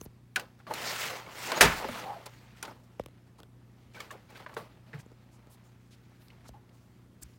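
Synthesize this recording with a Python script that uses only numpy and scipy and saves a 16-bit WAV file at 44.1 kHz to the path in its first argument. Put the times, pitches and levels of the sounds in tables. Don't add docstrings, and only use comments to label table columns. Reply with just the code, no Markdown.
import sys
import numpy as np
from scipy import signal
from scipy.fft import rfft, irfft, next_fast_len
from scipy.io import wavfile
from scipy.ndimage import uniform_filter1d, map_coordinates

SR = 44100
rng = np.random.default_rng(int(sys.argv[2]) if len(sys.argv) > 2 else 0)


def natural_amplitude(level_db):
    exponent = np.asarray(level_db, float) / 20
    return 10 ** exponent


def generate_wav(signal):
    frames = np.transpose(np.atleast_2d(signal))
    scaled = np.clip(frames, -1, 1) * 32767
    pcm = np.round(scaled).astype(np.int16)
    wavfile.write(sys.argv[1], SR, pcm)


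N = 325546
T = np.arange(N) / SR


def unit(x):
    return x / np.sqrt(np.mean(x ** 2) + 1e-20)


def along(points, hz):
    f, v = np.transpose(points)
    return np.interp(np.log(hz + 1), np.log(f + 1), v)


def wobble(rate, size=N):
    knots = rng.standard_normal(int(N * rate / SR) + 4)
    return map_coordinates(knots, [T[:size] * rate])


def filtered(x, response):
    m = next_fast_len(len(x) + 4096)
    return irfft(rfft(x, m) * response(np.fft.rfftfreq(m, 1 / SR)), m)[:len(x)]


def resonance(hz, width_hz):
    return lambda f: 1j * f * width_hz / (hz * hz - f * f + 1j * f * width_hz)


def noise_band(size, hz, width_hz, order=2):
    noise = rng.standard_normal(size)
    return unit(filtered(noise, lambda f: resonance(hz, width_hz)(f) ** order))


def sinking(t, end_hz, cycles, fall):
    return np.sin(2 * np.pi * (end_hz * t + cycles * (1 - np.exp(-t / fall))))


def rush(spectrum, patchy_db, grit_db):
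    grains = rng.standard_normal(N) * natural_amplitude(grit_db * wobble(rate=1100))
    z = signal.stft(grains, nperseg=512)[2]
    field = uniform_filter1d(rng.standard_normal(z.shape), size=6, axis=0)
    field = uniform_filter1d(field, size=6, axis=1)
    x = signal.istft(z * natural_amplitude(patchy_db * unit(field)), nperseg=512)[1][:N]
    return unit(filtered(x, lambda hz: natural_amplitude(along(spectrum, hz))))


def dying(t60s, size):
    hz, t, z = signal.stft(rng.standard_normal(size), SR, nperseg=256)
    decay = natural_amplitude(-60 * t / along(t60s, hz)[:, None])
    return signal.istft(z * decay, SR, nperseg=256)[1][:size]


def add(track, s, sound):
    part = track[round(s * SR):][:len(sound)]
    part += sound[:len(part)]


# (frequency [Hz], density [dB per Hz])
FLOOR_SPECTRUM = [(14, -41), (30, -10.5), (120, -1.5), (280, -8.5), (600, -19), (1760, -26.5),
                  (6000, -36.5), (16000, -41.5)]


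def air():
    level_db = -61.5 + 0.54 * wobble(rate=1.8)
    return natural_amplitude(level_db) * rush(FLOOR_SPECTRUM, patchy_db=1.5, grit_db=0.3)


# (multiple of the turn, level [dB rms])
HUM_HARMONICS = [(2, -67), (3, -71), (4, -58.5), (6, -68.5), (7, -72), (8, -72.5), (9, -77.5), (11, -85.5),
                 (12, -77)]


def drum():
    turn_hz, sway_db = 30.02, .7
    turn = 2 * np.pi * np.cumsum(turn_hz * (1 + .001 * wobble(rate=3))) / SR
    out = np.zeros(N)
    for k, db in HUM_HARMONICS:
        level = np.sqrt(2) * natural_amplitude(db + sway_db * wobble(rate=5))
        out += level * np.sin(k * turn + 2 * np.pi * rng.random())
    return out


# (frequency [Hz], t60 [s])
ROOM_T60 = [(200, .25), (2000, .2), (10000, .12)]


def room(x):
    tail = dying(ROOM_T60, size=SR // 2)
    delayed = np.pad(x, (300, 0))
    return signal.fftconvolve(delayed, tail / np.linalg.norm(tail))[:N]


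# (time [s], pressure [dB], speed [dB over the usual])
GRIP_MOTION = [(0, -72, -1), (.35, -87, 1), (.6, -74, 1), (2.25, -68.5, 0), (2.55, -68, -2),
               (2.85, -72, -0.5), (3.1, -74.5, 0), (3.5, -86.5, -6), (3.8, -74, -0.5), (4.25, -72, 0),
               (4.799, -72, -2.5), (5.05, -74, -2.5), (5.45, -71, -2.5), (5.7, -74, -3), (6.0, -74, 3.5),
               (6.27, -69.5, -0.5), (6.699, -78, -5), (7.38, -78, 5)]
# (time [s], pressure [dB], speed [dB over the usual])
HAND_PUSHES = [
    [(.668, -57, -5.5), (.73, -48, -6.5), (.745, -43, 1), (.872, -38, 2.5), (.966, -39, 3), (1.03, -36, 3),
     (1.146, -42.5, 0), (1.2, -48.5, 0), (1.27, -59, -2)],
    [(1.27, -61, -9.5), (1.31, -53.5, 0), (1.372, -46.5, 2.5), (1.474, -37.5, 3), (1.512, -39.5, -0.5),
     (1.55, -40, -3.5), (1.575, -34.5, -0.5), (1.61, -38, 0)],
    [(1.66, -36.5, 1.5), (1.726, -37, 0), (1.77, -39.5, 2.5), (1.838, -45.5, -4), (1.91, -45, 0.5),
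     (1.99, -42.5, 0), (2.03, -46.5, -2), (2.06, -53, -6.5), (2.3, -66, -3)],
]
# (time [s], length [s], pressure [dB], speed [dB over the usual])
SHORT_RUBS = [(0.0, 0.04, -63, 11), (0.051, 0.027, -63, -5), (0.361, 0.1, -42.5, -4),
              (0.587, 0.026, -60, 2), (2.258, 0.028, -47.5, -3.5), (2.3, 0.33, -64, 2.5),
              (2.562, 0.11, -61.5, 3.5), (2.629, 0.069, -46.5, -4), (2.669, 0.1, -56, -7.5),
              (2.834, 0.039, -80.5, 14), (3.266, .05, -73.5, 5), (3.386, 0.031, -63, -8.5),
              (3.776, .08, -74, -1), (3.944, 0.2, -50.5, -1.5), (3.998, 0.062, -51, 2),
              (4.109, 0.08, -54.5, -5.5), (4.287, 0.35, -60.5, -1.5), (4.348, 0.13, -56.5, -0.5),
              (4.395, 0.051, -59.5, -5.5), (4.48, 0.14, -68.5, -12), (4.564, 0.097, -48, -6.5),
              (4.862, 0.13, -65.5, -0.5), (4.936, 0.068, -56.5, -6), (5.636, .2, -82.5, 12.5),
              (6.317, 0.034, -70, -5.5), (6.534, 0.078, -73.5, -10), (6.724, 0.35, -80, 10.5),
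              (7.225, 0.13, -65, 3)]


def contact(layer_db, per_speed):
    s, db, speed = np.transpose(GRIP_MOTION)
    gain = natural_amplitude(np.interp(T, s, db + per_speed * speed) + 1.2 * wobble(rate=9))
    for rows in HAND_PUSHES:
        s, db, speed = np.transpose(rows)
        gain += natural_amplitude(np.interp(T, s, db + per_speed * speed, left=-150, right=-150))
    t = np.arange(SR // 2) / SR
    catch = 1 - np.exp(-t / 0.0069)
    for s, length, db, speed in SHORT_RUBS:
        fade_db = 23 * (t / length) ** 1.1
        add(gain, s, natural_amplitude(db + per_speed * speed - fade_db) * catch)
    return natural_amplitude(layer_db) * gain


# (frequency [Hz], density [dB per Hz])
WOOD_SPECTRUM = [(40, -28), (70, -6.5), (150, 4.5), (260, 2), (400, -28.5)]
# (time [s], level [dB], t60 [s])
DESK_SHUDDERS = [
    (1.61, -27, 0.3),
    (1.88, -45, 0.32),
    (4.57, -56, 0.35),
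]


def desk():
    shaken = contact(layer_db=-14, per_speed=-1.5)
    t = np.arange(SR // 2) / SR
    for s, db, t60 in DESK_SHUDDERS:
        add(shaken, s, natural_amplitude(db - 60 * t / t60) * (1 - np.exp(-t / 0.0067)))
    return shaken * rush(WOOD_SPECTRUM, patchy_db=2.0, grit_db=-0.5)


# (time [s], peak [dB], shell mode [Hz], tick [dB], thump [dB])
SHELL_CLICKS = [(0.0128, -34.5, 440, -7.5, -14.5), (0.0613, -38, 295, -21, -9),
                (2.9972, -20.5, 494, -26.5, -22.5), (3.0375, -52, 455, -5, -11),
                (3.0607, -39.5, 510, -6.5, -14), (3.085, -47.5, 480, -15, -28),
                (3.4024, -44.5, 410, -7.5, -16), (3.4324, -44.5, 447, -9.5, -20),
                (4.541, -47.5, 770, -5, -31), (5.062, -48, 500, -18, -10), (5.117, -43, 420, -23.5, -14.5),
                (5.471, -52, 533, -10.5, -8), (5.909, -57, 427, -9.5, -10), (6.2835, -53.5, 410, -1, -15.5),
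                (6.3022, -58.5, 2070, -12, -13.5), (6.491, -41.5, 633, -11, -15)]


def clicks():
    out, t = np.zeros(N), np.arange(SR // 8) / SR
    swell = 1 - np.exp(-(t / 0.00061) ** 2)
    shell_t60, crack_t60, thump_t60 = 0.021, 0.0079, 0.091
    for s, db, hz, tick_db, thump_db in SHELL_CLICKS:
        noise = rng.standard_normal(len(t))
        crack = unit(filtered(noise, lambda f: resonance(2800, 2600)(f) + .15 * resonance(9000, 9000)(f)))
        shell = natural_amplitude(1 - 60 * t / shell_t60) * sinking(t, hz, 0.74, 0.00072)
        edge = natural_amplitude(tick_db + 4.5 - 60 * t / crack_t60) * crack
        thump = natural_amplitude(thump_db + 11.5 - 60 * t / thump_t60) * sinking(t, 44, 2.0, 0.0037)
        add(out, s, natural_amplitude(db) * (swell * (shell + thump) + edge))
    return out


# (time [s], length [s], centre [Hz], width [Hz], level [dB])
SKIN_DRAGS = [(.012, 0.043, 12500, 6000, -57), (.05, .011, 5000, 5000, -61),
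              (6.455, 0.039, 4500, 3500, -62), (7.217, 0.0186, 7700, 4000, -48),
              (7.215, .021, 14800, 2500, -53), (7.22, .015, 4900, 1000, -55),
              (4.538, .012, 5000, 10000, -55), (4.348, 0.0205, 2500, 1800, -54.5),
              (2.65, 0.007, 5300, 4200, -53), (2.7, .014, 5200, 900, -63),
              (4.984, 0.0194, 1900, 2600, -56.5), (6.69, 0.0075, 2200, 2500, -64.5),
              (7.325, .02, 2700, 4000, -68), (5.31, .12, 2500, 900, -77), (5.5, 0.053, 3900, 3000, -67.5),
              (6.205, .02, 3000, 4000, -66.5)]


def drags():
    out, t = np.zeros(N), np.arange(SR // 7) / SR
    for s, length, hz, width_hz, db in SKIN_DRAGS:
        build = np.clip(t / length, 0, 1) ** 0.65
        release = natural_amplitude(-60 * np.clip(t - length, 0, 1) / .006)
        jerks_db = 1.9 * wobble(rate=250, size=len(t))
        add(out, s, natural_amplitude(db + jerks_db) * build * release * noise_band(len(t), hz, width_hz))
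    return out


# (time [s], length [s], pitch [Hz], level [dB])
SQUEAK_TONES = [
    (1.2615, 0.014, 2260, -45),
    (1.549, 0.04, 6560, -37),
    (1.628, 0.074, 54.7, -27),
    (2.053, 0.075, 793, -49),
    (4.939, 0.034, 140, -35),
    (4.972, 0.036, 133, -41),
    (6.494, 0.049, 61, -47),
    (7.214, 0.07, 61, -46.5),
]
# (time [s], length [s], centre [Hz], width [Hz], level [dB])
BRUSH_STROKES = [(0.852, 0.082, 4620, 2500, -38.5), (1.0, 0.074, 2600, 2000, -40),
                 (1.612, 0.054, 430, 199, -26.5), (1.615, 0.065, 143, 60, -34),
                 (2.257, 0.016, 3700, 9600, -44.5), (2.999, 0.024, 3500, 4000, -64),
                 (3.38, 0.027, 3000, 10010, -64.5), (4.107, 0.029, 7100, 11100, -57),
                 (4.985, 0.041, 5500, 9000, -60.5), (5.31, 0.077, 6500, 5810, -70),
                 (5.495, 0.072, 9900, 11960, -63.5), (5.905, 0.056, 3600, 5900, -63),
                 (6.19, 0.11, 11940, 8000, -71), (6.44, 0.071, 5240, 7060, -68),
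                 (6.479, 0.015, 5500, 6000, -56), (7.212, .025, 7300, 10140, -63)]
# (time [s], length [s], centre [Hz], width [Hz], level [dB])
NOISY_SQUEALS = [
    (2.045, .155, 790, 330, -48),
    (2.082, .08, 1090, 200, -52),
    (6.536, .05, 850, 110, -60),
]


def squeaks():
    out, t = np.zeros(N), np.arange(SR // 4) / SR
    for s, length, hz, db in SQUEAK_TONES:
        pitch = hz * (1 + min(.07, 60 / hz) * wobble(rate=120, size=len(t)))
        chatter_db = min(3.5, hz / 200) * wobble(rate=150, size=len(t))
        tone = np.sin(2 * np.pi * np.cumsum(pitch) / SR)
        swell = np.sin(np.pi * np.clip(t / length, 0, 1) ** 1.1)
        add(out, s, natural_amplitude(db + chatter_db) * tone * swell)
    for s, length, hz, width_hz, db in BRUSH_STROKES + NOISY_SQUEALS:
        swell = np.sin(np.pi * np.clip(t / length, 0, 1) ** .8)
        add(out, s, natural_amplitude(db) * noise_band(len(t), hz, width_hz) * swell)
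    return out


# (frequency [Hz], density [dB per Hz])
DRONE_SPECTRUM = [(150, -35.5), (300, -4), (500, 2), (900, 0.5), (1300, -2.5), (2200, -29.5)]
SCRAPE_SPECTRUM = [(700, -26), (1300, -2), (2000, -1), (3000, -5.5), (4800, -10), (8000, -27.5)]
CLOTH_SPECTRUM = [(2500, -30.5), (5000, 0), (7000, 0), (11000, -9), (16000, -4.5)]
# (frequency [Hz], width [Hz])
CASE_MODES = [(862, 30), (2696, 6.9), (4287, 39), (6240, 44), (6340, 34)]


def sliding():
    stutter_db = .4 * wobble(rate=13) + 1.0 * wobble(rate=85)
    drone = contact(layer_db=-1, per_speed=-1.46) * natural_amplitude(1.25 * stutter_db)
    drone *= rush(DRONE_SPECTRUM, patchy_db=2.0, grit_db=0.0)
    scrape = contact(layer_db=0, per_speed=0) * natural_amplitude(0.87 * stutter_db)
    scrape *= rush(SCRAPE_SPECTRUM, patchy_db=1.3, grit_db=2.5)
    rustle = contact(layer_db=-9, per_speed=1.6) * natural_amplitude(1.3 * stutter_db)
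    rustle *= rush(CLOTH_SPECTRUM, patchy_db=2.2, grit_db=1.5)

    def case(f):
        return 0.89 + 0.36 * sum(resonance(hz, width_hz)(f) for hz, width_hz in CASE_MODES)

    return filtered(drone + scrape, case) + rustle


# (time [s], centre [Hz], width [Hz], level [dB], t60 [s])
EDGE_SNAPS = [(.7375, 5000, 6000, -35, .03), (1.5175, 3500, 5000, -31, 0.027),
              (1.264, 1500, 2000, -46.5, .03), (4.0037, 2400, 3000, -33, .022),
              (4.003, 7500, 6000, -46, .02), (4.1095, 7500, 6000, -45, .025),
              (4.5305, 1100, 1200, -44, .02), (4.9312, 2000, 1203, -39, .012),
              (4.9365, 1800, 900, -41, .025), (4.94, 1500, 1500, -52, .16), (6.302, 2499, 1800, -53, .03),
              (6.454, 1100, 1500, -56, .12), (2.651, 3500, 4000, -45, .04), (3.936, 3000, 6000, -60, .1),
              (1.545, 2000, 2000, -37, .03), (4.5715, 4500, 4000, -51, .04), (4.5662, 1200, 900, -31, .018),
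              (1.719, 2000, 2500, -32, .035), (2.6265, 6500, 5000, -38, .02)]


def snaps():
    out, t = np.zeros(N), np.arange(SR // 7) / SR
    rise = 1 - np.exp(-t / .0005)
    for s, hz, width_hz, db, t60 in EDGE_SNAPS:
        ragged_db = 2 * wobble(rate=260, size=len(t))
        add(out, s, natural_amplitude(db + ragged_db - 60 * t / t60) * rise * noise_band(len(t), hz, width_hz))
    return out


# (time [s], pitch [Hz], level [dB], rise [s], t60 [s])
PART_RINGS = [(.3595, 2374, -22.5, 0.00077, 0.028), (.3595, 3950, -29, 0.00089, 0.028),
              (.363, 1473, -20.5, 0.0024, 0.065), (.412, 496, -40, .005, .07),
              (.709, 873, -25, .001, 0.058), (.7155, 797, -27, .002, .02), (.671, 1157, -37, .003, .04),
              (1.614, 520, -23, 0.002, 0.04), (1.624, 472, -14, 0.0027, 0.052),
              (1.626, 880, -13.5, 0.0022, 0.062), (1.845, 400, -30, .002, 0.067),
              (1.852, 542, -34, 0.0051, 0.12), (1.888, 601, -25.5, 0.0014, 0.037),
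              (1.891, 245, -28, 0.003, 0.065), (1.983, 850, -37.5, .004, 0.092),
              (2.9955, 2300, -36, 0.0004, 0.008), (2.996, 1100, -38, .001, 0.021),
              (2.9952, 5500, -44, .0003, 0.006), (2.998, 560, -42, .001, 0.048),
              (3.014, 3000, -52, .0004, .006), (3.946, 2300, -44, .006, .12),
              (3.968, 1530, -40, .004, 0.09), (3.994, 1300, -39, 0.0018, .016),
              (4.004, 2190, -35, 0.00079, 0.025), (4.106, 1690, -37, .001, 0.029),
              (4.111, 1100, -36, 0.0022, 0.037), (4.112, 1750, -41, .001, 0.024),
              (4.153, 520, -46, 0.0048, 0.059), (4.57, 592, -40, 0.0029, 0.11),
              (4.575, 1145, -41.5, .004, 0.17), (4.9317, 1790, -41, .0005, 0.03),
              (4.934, 441, -45, 0.003, 0.14), (6.539, 830, -52, .002, 0.16),
              (1.518, 1050, -21, .0015, .035), (1.521, 2720, -33, .002, .03),
              (5.061, 7000, -58, .0005, .012), (4.016, 6000, -46, .002, .02)]
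# (time [s], pitch [Hz], level [dB], rise [s], t60 [s])
SQUAWK_SLIPS = [
    (2.057, 770, -28.5, 0.0075, 0.082),
    (2.078, 790, -28, 0.003, .04),
    (2.094, 774, -30, 0.0035, 0.047),
    (2.103, 834, -26, .002, 0.032),
    (2.112, 792, -32, 0.0055, 0.078),
    (2.128, 817, -34, 0.0033, 0.1),
    (2.16, 682, -35.5, 0.0037, 0.087),
]
# (time [s], pitch [Hz], level [dB], rise [s], t60 [s])
MORE_PART_RINGS = [(0.0127, 6000, -29.5, 0.00016, 0.0045), (0.0135, 1010, -40, 0.00094, 0.014),
                   (1.8435, 856, -25, .001, 0.035), (2.263, 1000, -41, 0.0027, 0.027),
                   (2.263, 2170, -54, 0.0037, 0.018), (2.6268, 1510, -35, 0.0011, 0.014),
                   (2.632, 900, -39, .003, 0.046), (2.69, 904, -42, .003, 0.053),
                   (4.004, 5900, -46, .001, .02), (4.111, 3700, -43.5, .001, 0.023),
                   (4.355, 1590, -42, .003, 0.046), (4.403, 750, -49, .003, .03),
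                   (4.465, 600, -39, 0.0026, 0.048), (4.497, 900, -45, .003, .04),
                   (4.531, 1100, -42, 0.0018, 0.022), (4.544, 800, -48, 0.0022, .02),
                   (4.568, 450, -30, 0.002, 0.074), (4.59, 1100, -40.5, .003, 0.037),
                   (6.2835, 4600, -53.5, .0004, .01), (6.3025, 3000, -53.5, 0.00042, .01),
                   (6.461, 1660, -60, 0.0041, 0.043), (0.7372, 4200, -32.5, .001, .03),
                   (1.263, 895, -47, .004, .05), (1.518, 4400, -28, 0.00092, .02),
                   (1.522, 790, -31, .002, .03), (1.575, 620, -27, .003, .05),
                   (3.061, 1150, -44, 0.00062, .012), (3.389, 1254, -54, .002, 0.043),
                   (3.4027, 1400, -43, .0004, .007), (3.4322, 3300, -41, .0004, .006),
                   (3.434, 1504, -45, .0006, .01), (4.569, 750, -25, .001, .014),
                   (4.938, 1654, -43, .001, 0.017), (4.976, 2200, -54, .001, .04),
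                   (4.99, 1600, -51.5, .002, .03), (4.998, 2400, -51.5, .002, .03),
                   (6.302, 2100, -56, .001, .025), (6.328, 910, -57, .003, .05), (7.222, 300, -50, .003, .06)]


def rings():
    out, t = np.zeros(N), np.arange(SR // 6) / SR
    for s, hz, db, rise, t60 in PART_RINGS + SQUAWK_SLIPS + MORE_PART_RINGS:
        pitch = hz * (1 + .03 * np.sin(2 * np.pi * (70 * t + hz * s)))
        tone = np.sin(2 * np.pi * np.cumsum(pitch) / SR)
        add(out, s, natural_amplitude(db - 60 * t / t60) * (1 - np.exp(-(t / rise) ** 2)) * tone)
    return out


# (time [s], peak [dB], ring [Hz], tick [dB], thump [dB])
DECK_TAPS = [(0.359, -20.5, 1624, -0.5, -22), (0.6, -49.5, 796, -26.5, -15), (0.667, -43, 1130, -41, 0),
             (0.709, -34, 807, -24, -7), (0.737, -35.5, 907, 4, -2), (1.287, -41, 1010, -15, -12),
             (1.545, -32, 1180, -15, -6), (1.574, -35, 700, -18, 2), (1.844, -32.5, 860, -25.5, 4),
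             (1.886, -32, 1220, -12.5, -4), (2.678, -39.5, 890, -13.5, -1), (2.709, -42.5, 668, -30.5, 1),
             (4.0035, -38, 1144, -12, -16), (4.151, -46, 403, -37, -3), (4.303, -55, 833, 4, -14),
             (4.401, -47, 790, -26, -13), (4.462, -37, 980, -36, -11), (4.493, -44.5, 915, -44, -13),
             (4.5666, -30, 797, -36, -29), (6.117, -56.5, 594, -16.5, 1), (7.224, -54, 1550, -7.5, -5)]
# (time [s], peak [dB], ring [Hz], tick [dB], thump [dB])
THIN_EDGES = [
    (0.3962, -33, 1510, 1, -9),
    (1.5178, -24.5, 950, -6, -10),
    (2.6269, -32.5, 1390, 4, -7.5),
    (2.6512, -43.5, 1490, -18, -5),
    (3.9449, -55, 2328, -20, -18.5),
    (4.105, -39, 1117, -22, -26),
    (4.3555, -50, 1650, -23.5, -20),
    (4.932, -50, 1300, -36, 1),
]


def taps():
    out, t = np.zeros(N), np.arange(SR // 5) / SR
    rise = 1 - np.exp(-t / 0.00087)
    for contacts, t60 in [(DECK_TAPS, 0.049), (THIN_EDGES, .042)]:
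        for s, db, hz, tick_db, thump_db in contacts:
            rattle = noise_band(len(t), 1.45 * hz, 2.1 * hz, order=3)
            ring = 2.0 * sinking(t, hz, 0.53, 0.0017) + 1.7 * rattle
            body = natural_amplitude(-7.5 - 60 * t / t60) * ring
            edge = natural_amplitude(tick_db - 5.5 - 60 * t / (0.69 * t60)) * noise_band(len(t), 7500, 12000)
            thump = natural_amplitude(thump_db - 3 - 60 * t / .06) * sinking(t, 220, 1.5, .004)
            add(out, s, natural_amplitude(db) * rise * (body + edge + thump))
    return out


# (time [s], level [dB])
HARD_BLOW = (1.6064, -24.5)
# (frequency [Hz], level [dB], t60 [s])
CHASSIS_MODES = [(430, -2, 0.1), (950, -4, 0.11), (1100, -11.5, 0.19), (1310.5, -4, 0.18), (1670, -8, 0.46),
                 (2120, -6, 0.21), (2350, 0, 0.098), (2708, -14, 0.078), (3700, -19.5, 0.26),
                 (3747, -12, 0.14), (6000, -21.5, 0.15), (6000, -13, 0.28), (6100, -11, 0.12),
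                 (7900, -27, 0.24)]
# (frequency [Hz], density [dB per Hz])
CRASH_SPECTRUM = [(60, -13), (200, -20), (450, -3.5), (1000, -9), (2000, -5), (4000, -10.5), (8000, -14.5),
                  (16000, -21.5)]
# (frequency [Hz], t60 [s])
CRASH_DECAY = [(100, 0.9), (400, 0.13), (1000, 0.39), (3000, 0.2), (10000, 0.14)]


def blow():
    out, t = np.zeros(N), np.arange(SR // 2) / SR
    ring = np.zeros(len(t))
    for hz, db, t60 in CHASSIS_MODES:
        ring += natural_amplitude(db - 60 * t / t60) * np.sin(2 * np.pi * (hz * t + rng.random()))
    flex = (t / .0045) ** 2 * np.exp(-t / .0022) * sinking(t, 1250, 7, .0065)
    crash = filtered(dying(CRASH_DECAY, size=len(t)), lambda hz: natural_amplitude(along(CRASH_SPECTRUM, hz)))
    rise = 1 - np.exp(-(t / .0032) ** 2)
    rattle_db = .7 * wobble(rate=140, size=len(t))
    s, db = HARD_BLOW
    add(out, s, natural_amplitude(db) * rise * (natural_amplitude(-5.5) * ring + natural_amplitude(rattle_db) * unit(crash)))
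    add(out, s, natural_amplitude(7.5) * flex)
    return out


def scene():
    deck = rings() + taps() + blow()
    background = air() + drum() + natural_amplitude(-22.0) * room(deck) + desk()
    handling = clicks() + drags() + squeaks() + sliding() + snaps()
    return (background + handling + deck)[None]


def low_pass(x):
    return signal.sosfilt(signal.butter(12, 17010, fs=SR, output="sos"), x)


def record(dry):
    band = lambda hz: (hz < 16150) * (1j * hz / (38 + 1j * hz)) ** 2
    return low_pass(filtered(dry[0], band)[None])


dry = scene()
out = record(dry)
generate_wav(out)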